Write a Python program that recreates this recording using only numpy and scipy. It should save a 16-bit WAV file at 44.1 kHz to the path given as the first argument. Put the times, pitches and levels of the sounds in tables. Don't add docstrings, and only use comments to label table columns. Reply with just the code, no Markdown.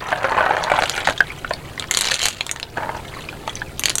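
import sys
import numpy as np
from scipy import signal
from scipy.fft import rfft, irfft
from scipy.io import wavfile

SR = 44100
rng = np.random.default_rng(int(sys.argv[2]) if len(sys.argv) > 2 else 0)


def wrap_up_sound(samples):
    columns = np.atleast_2d(samples).T
    tamed = np.clip(columns, -1, 1)
    steps = np.round(tamed * 32767).astype(np.int16)
    wavfile.write(sys.argv[1], SR, steps)


N = 176400
T = np.arange(4096) / SR

# t/s, level/dB, ring f/Hz, relative treble/dB
LANDINGS = [(0.6386, -9, 3820, -20), (0.8959, -4, 4040, -14), (1.7968, -6, 3800, -15.5),
            (1.8243, -11.5, 3020, -35), (1.8413, -13.5, 1710, -32), (1.9109, 4.5, 2100, -11.5),
            (1.9397, -5.5, 3150, -19), (1.9477, -2, 4300, -17.5), (1.9668, -21, 3500, -28),
            (1.9718, 4, 2780, -14), (1.989, -3.5, 7560, -13), (2.0103, -2, 7950, -14),
            (2.0206, -10, 2290, -13), (2.0745, -7.5, 2830, -33), (2.1151, -8.5, 2900, -15),
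            (2.142, -0.5, 4200, -20.5), (2.1932, -8, 3900, -21), (2.2173, -3.5, 2900, -13),
            (2.2294, -7, 3920, -20), (2.2366, -6, 6200, -1), (2.249, -16, 6140, -1), (2.2565, -2, 1530, -9),
            (2.2644, -10, 3680, -15), (2.2844, 0, 2020, -10), (2.4087, -2.5, 2280, -32.5),
            (2.4658, -11.5, 6200, -14), (2.4933, -9.5, 2250, -27), (2.5133, -5, 8500, -11.5),
            (2.5615, -12, 1950, -23), (2.599, -12.5, 2530, -17), (2.6292, -9, 4130, -31.5),
            (3.7946, -5, 10700, -15), (3.8366, -0.5, 2830, -14), (3.8567, 2.5, 2720, -16),
            (3.8842, -6, 2690, -19), (3.896, -3, 4040, -12.5), (3.9018, -1.5, 4550, -19),
            (3.9545, -1.5, 9100, -9), (3.983, -2, 3280, -10)]
# t/s, level/dB
HANDFULS = [
    [(1.91,-23.5),(1.94,-34),(2.01,-24),(2.11,-21),(2.18,-32),(2.255,-18),(2.31,-34.5),(2.68,-71)],
    [(3.84,-42),(3.87,-28.5),(3.94,-42.5),(4.05,-84)],
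]
# delay t/s, level/dB
BASKET_ECHOES = [(.0022,-19),(.007,-26.5),(.0098,-28)]


def heap():
    tumble = swarm(lambda: clack(rng.lognormal(np.log(2700), 0.445), rng.normal(-23, 2.3)),
                   per_s=240, scatter_db=12)
    falling = sum(level(handful, outside=-np.inf) for handful in HANDFULS)
    direct = play(LANDINGS, clack) + falling * tumble
    out = direct.copy()
    for delay, db in BASKET_ECHOES:
        add(out, delay, amp(db) * direct)
    return out


def clack(hz, treble_db):
    hollow = amp(-1) * band(hz) * fade(t60=0.008)
    return peaked(crack(treble_db + 15.5) * fade(t60=0.008) + hollow)


# f/Hz, level/dB
BODY_SPECTRUM = [(150,-12.5),(1400,-5),(3100,0),(4400,1),(5400,-43),(9000,-53)]
TREBLE_SPECTRUM = [(3000,-55),(5300,-7.5),(6300,11),(10200,-2.5),(12500,-9.5),(14000,-16),(16000,-26)]


def crack(treble_db):
    return noise(BODY_SPECTRUM, len(T)) + amp(treble_db) * noise(TREBLE_SPECTRUM, len(T))


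# t/s, level/dB, ring f/Hz, relative edge/dB
BUMPS = [(0.088, -14.5, 1380, -9.5), (0.119, -7.5, 1490, -16), (0.126, -4.5, 1560, -37),
         (0.243, -3.5, 880, -35), (0.251, -6, 1410, -21), (0.319, -4.5, 875, -25), (0.368, -9, 855, -22.5),
         (0.385, -6.5, 860, -35), (0.407, -5, 640, -34), (0.453, -23, 780, -33), (0.462, -6.5, 760, -27),
         (0.508, -4, 866, -42), (0.567, -5, 1480, -14), (0.717, -1.5, 600, -13), (0.788, -2, 823, -42),
         (0.822, -2.5, 630, -9), (0.836, -3, 647, -8.5), (0.978, -7.5, 1430, -1.5), (1.072, -1.5, 920, -10),
         (1.087, -2.5, 630, -14), (1.098, -7, 930, 7), (1.508, -7.5, 630, -24), (1.107, -8, 1560, -3),
         (2.773, -12, 1490, -11.5), (2.780, -10.5, 406, -32), (2.808, -21, 490, -26),
         (2.892, -10.5, 890, -41), (2.947, -17, 960, -35), (3.477, -11, 1244, -3.5)]
# t/s, level/dB
STIR_LEVEL = [(0,-30.5),(.2,-26),(.38,-19.5),(.55,-22),(.63,-24.5),(.75,-20),(.86,-33),(1.02,-31),(1.12,-44),(2.74,-47.5),(2.78,-27),(2.9,-30.5),(3.02,-41.5),(3.8,-48)]


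def tub():
    stir = swarm(lambda: knock(rng.lognormal(np.log(1050), 0.244), rng.normal(-25.5, 3.1)),
                 per_s=200, scatter_db=11)
    return play(BUMPS, knock) + level(STIR_LEVEL) * stir


# f/Hz, level/dB
THUD_SPECTRUM = [(100,-31),(330,-22),(600,-5),(900,-3.5),(1150,-12.5),(1550,-5),(2200,-14.5),(4000,-32),(7000,-56),(14000,-82)]
# f/Hz, level/dB, t60/s
TUB_RESONANCES = [(646,-14,0.076),(848,-16.5,0.089)]


def knock(hz, edge_db):
    modes = sum(rng.normal() * amp(db) * ring(f, t60, attack=0.0016) for f, db, t60 in TUB_RESONANCES)
    thud = noise(THUD_SPECTRUM, len(T)) * fade(t60=0.026, attack=0.0002)
    edge = amp(edge_db + 3.5) * crack(treble_db=-9.5) * fade(t60=0.012)
    hollow = amp(3) * ring(hz, t60=0.026, attack=0.0013)
    return peaked(thud + edge + modes + hollow)


# t/s, level/dB, f/Hz, t60/s
FILM_POPS = [(1.1775,-12.5,3400,0.023),(1.205,2.5,1527,0.013),(1.302,-18.5,2170,.05),(1.4465,-11,1430,0.01),(1.5351,-13,4300,0.015),(1.7775,-16.5,1980,0.015),(3.1383,-24,2050,0.037),(3.1638,-23,1050,.045),(3.2879,-17,2380,0.018),(3.3275,-24.5,1450,.06),(3.4944,-16,3230,0.017),(3.5546,-15,6000,0.0073),(3.6175,-13.5,1610,0.025)]
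# t/s, level/dB
SQUELCH_LEVEL = [(.55,-39),(.72,-33),(.98,-25),(1.1,-32.5),(1.15,-43),(1.37,-39.5),(1.7,-43.5),(2.7,-48.5),(3.25,-40.5),(3.42,-47),(3.5,-39),(3.7,-46)]


def water():
    squelch = swarm(lambda: squish(rng.lognormal(np.log(2970), 0.35)), per_s=230, scatter_db=20)
    return play(FILM_POPS, pop) + level(SQUELCH_LEVEL) * squelch


def pop(hz, t60):
    splash = band(hz) + amp(-4) * band(hz / 2) + amp(-9) * band(min(2 * hz, 9000))
    cavity = ring(hz * (1 + 6 * T), t60, attack=0.00053)
    return peaked(cavity + amp(-6.5) * splash * fade(t60, attack=0.00085))


def squish(hz):
    spurt = band(hz) + band(hz / 2) / 2
    fizz = amp(-12.5) * band(rng.uniform(3900, 10700))
    tick = amp(4) * rng.random() ** 3 * crack(treble_db=-7) * fade(t60=0.004)
    return peaked((spurt + fizz) * fade(t60=0.021, attack=0.002) + tick)


# f/Hz, t60/s
ROOM_DECAY = [(200,0.17),(2000,0.075),(12000,0.091)]


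def room(x, count=40):
    wet = np.zeros(N)
    for k, piece in enumerate(np.array_split(x, count)):
        hz, t, spectra = signal.stft(rng.standard_normal(SR // 4), SR, nperseg=256)
        decay = amp(-60 * t / along(ROOM_DECAY, hz)[:, None])
        tail = signal.istft(spectra * decay, SR, nperseg=256)[1]
        add(wet, k * N / count / SR, signal.fftconvolve(piece, tail / np.linalg.norm(tail)))
    return wet


# t/s, starting f/Hz
FAR_WHISTLES = [(0.019,2740),(3.141,4660),(3.179,4650),(3.66,2700)]


def whistles(fall_per_s=7.9):
    track = np.zeros(N)
    for s, hz in FAR_WHISTLES:
        pitch = hz * (np.exp(-fall_per_s * T) + 0.17 * rng.standard_normal(len(T)))
        phase = 2 * np.pi * np.cumsum(pitch) / SR
        add(track, s, amp(-40) * np.sin(phase) * peaked(fade(t60=0.08, attack=0.05)))
    return track


# f/Hz, level/dB
AMBIENCE_SPECTRUM = [(20,-2.5),(145,1),(195,-7.5),(350,-5),(700,-12.5),(1500,-35),(4300,-25.5),(5400,-31.5),(8000,-30),(16000,-38.5)]
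# t/s, level/dB
AMBIENCE_LEVEL = [(0,-39.5),(1.85,-36),(2.05,-41),(2.68,-42),(2.82,-34.5),(4,-36.5)]


def ambience():
    return level(AMBIENCE_LEVEL) * noise(AMBIENCE_SPECTRUM, N)


# f/Hz, level/dB
FLOOR_SPECTRUM = [(30,34.5),(800,-21),(15000,7.5)]


def noise_floor():
    return np.array([noise(FLOOR_SPECTRUM, N), noise(FLOOR_SPECTRUM, N)])


def amp(db):
    return 10 ** (np.asarray(db) / 20)


def unit(x):
    return x / np.sqrt(np.mean(x ** 2) + 1e-20)


def peaked(x):
    return x / np.abs(x).max()


def along(points, hz):
    f, values = np.transpose(points)
    return np.interp(np.log(hz + 1), np.log(f + 1), values)


def level(points, outside=None):
    return amp(np.interp(np.arange(N) / SR, *np.transpose(points), left=outside, right=outside))


def noise(spectrum, size):
    gain = amp(along(spectrum, np.fft.rfftfreq(size, 1 / SR)))
    return unit(irfft(rfft(rng.standard_normal(size)) * gain, size))


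def band(hz):
    f = np.fft.rfftfreq(len(T), 1 / SR) + 1
    rolloff = (1 + (4 * np.log(f / hz)) ** 2) ** 2
    return unit(irfft(rfft(rng.standard_normal(len(T))) / rolloff))


def fade(t60, attack=0.0001):
    return amp(-60 * T / t60) * (1 - np.exp(-T / attack))


def ring(hz, t60, attack):
    return np.sin(2 * np.pi * hz * T) * fade(t60, attack)


def add(track, s, sound):
    i = max(0, int(s * SR))
    track[i:i + len(sound)] += sound[:max(0, N - i)]


def play(table, voice):
    track = np.zeros(N)
    for s, db, *shape in table:
        add(track, s, amp(db) * voice(*shape))
    return track


def swarm(voice, per_s, scatter_db, count=60):
    kinds = [voice() for _ in range(count)]
    track = np.zeros(N)
    for k, (lag, softness) in enumerate(rng.random((int(per_s * N / SR), 2))):
        gain = np.sign(rng.normal()) * amp(-scatter_db * np.sqrt(softness))
        add(track, (k + 2 * lag) / per_s, gain * kinds[rng.integers(count)])
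    return unit(track)


def scene():
    background = ambience()
    snails = heap() + tub() + water()
    floor = amp(-50.5) * noise_floor()
    return snails + amp(-7) * room(snails) + whistles() + background + floor


def record(dry):
    top_hz = 16200
    passband = np.fft.rfftfreq(N, 1 / SR) < top_hz
    return irfft(rfft(np.clip(dry, -1, 1)) * passband, N)


dry = scene()
out = record(dry)
wrap_up_sound(out)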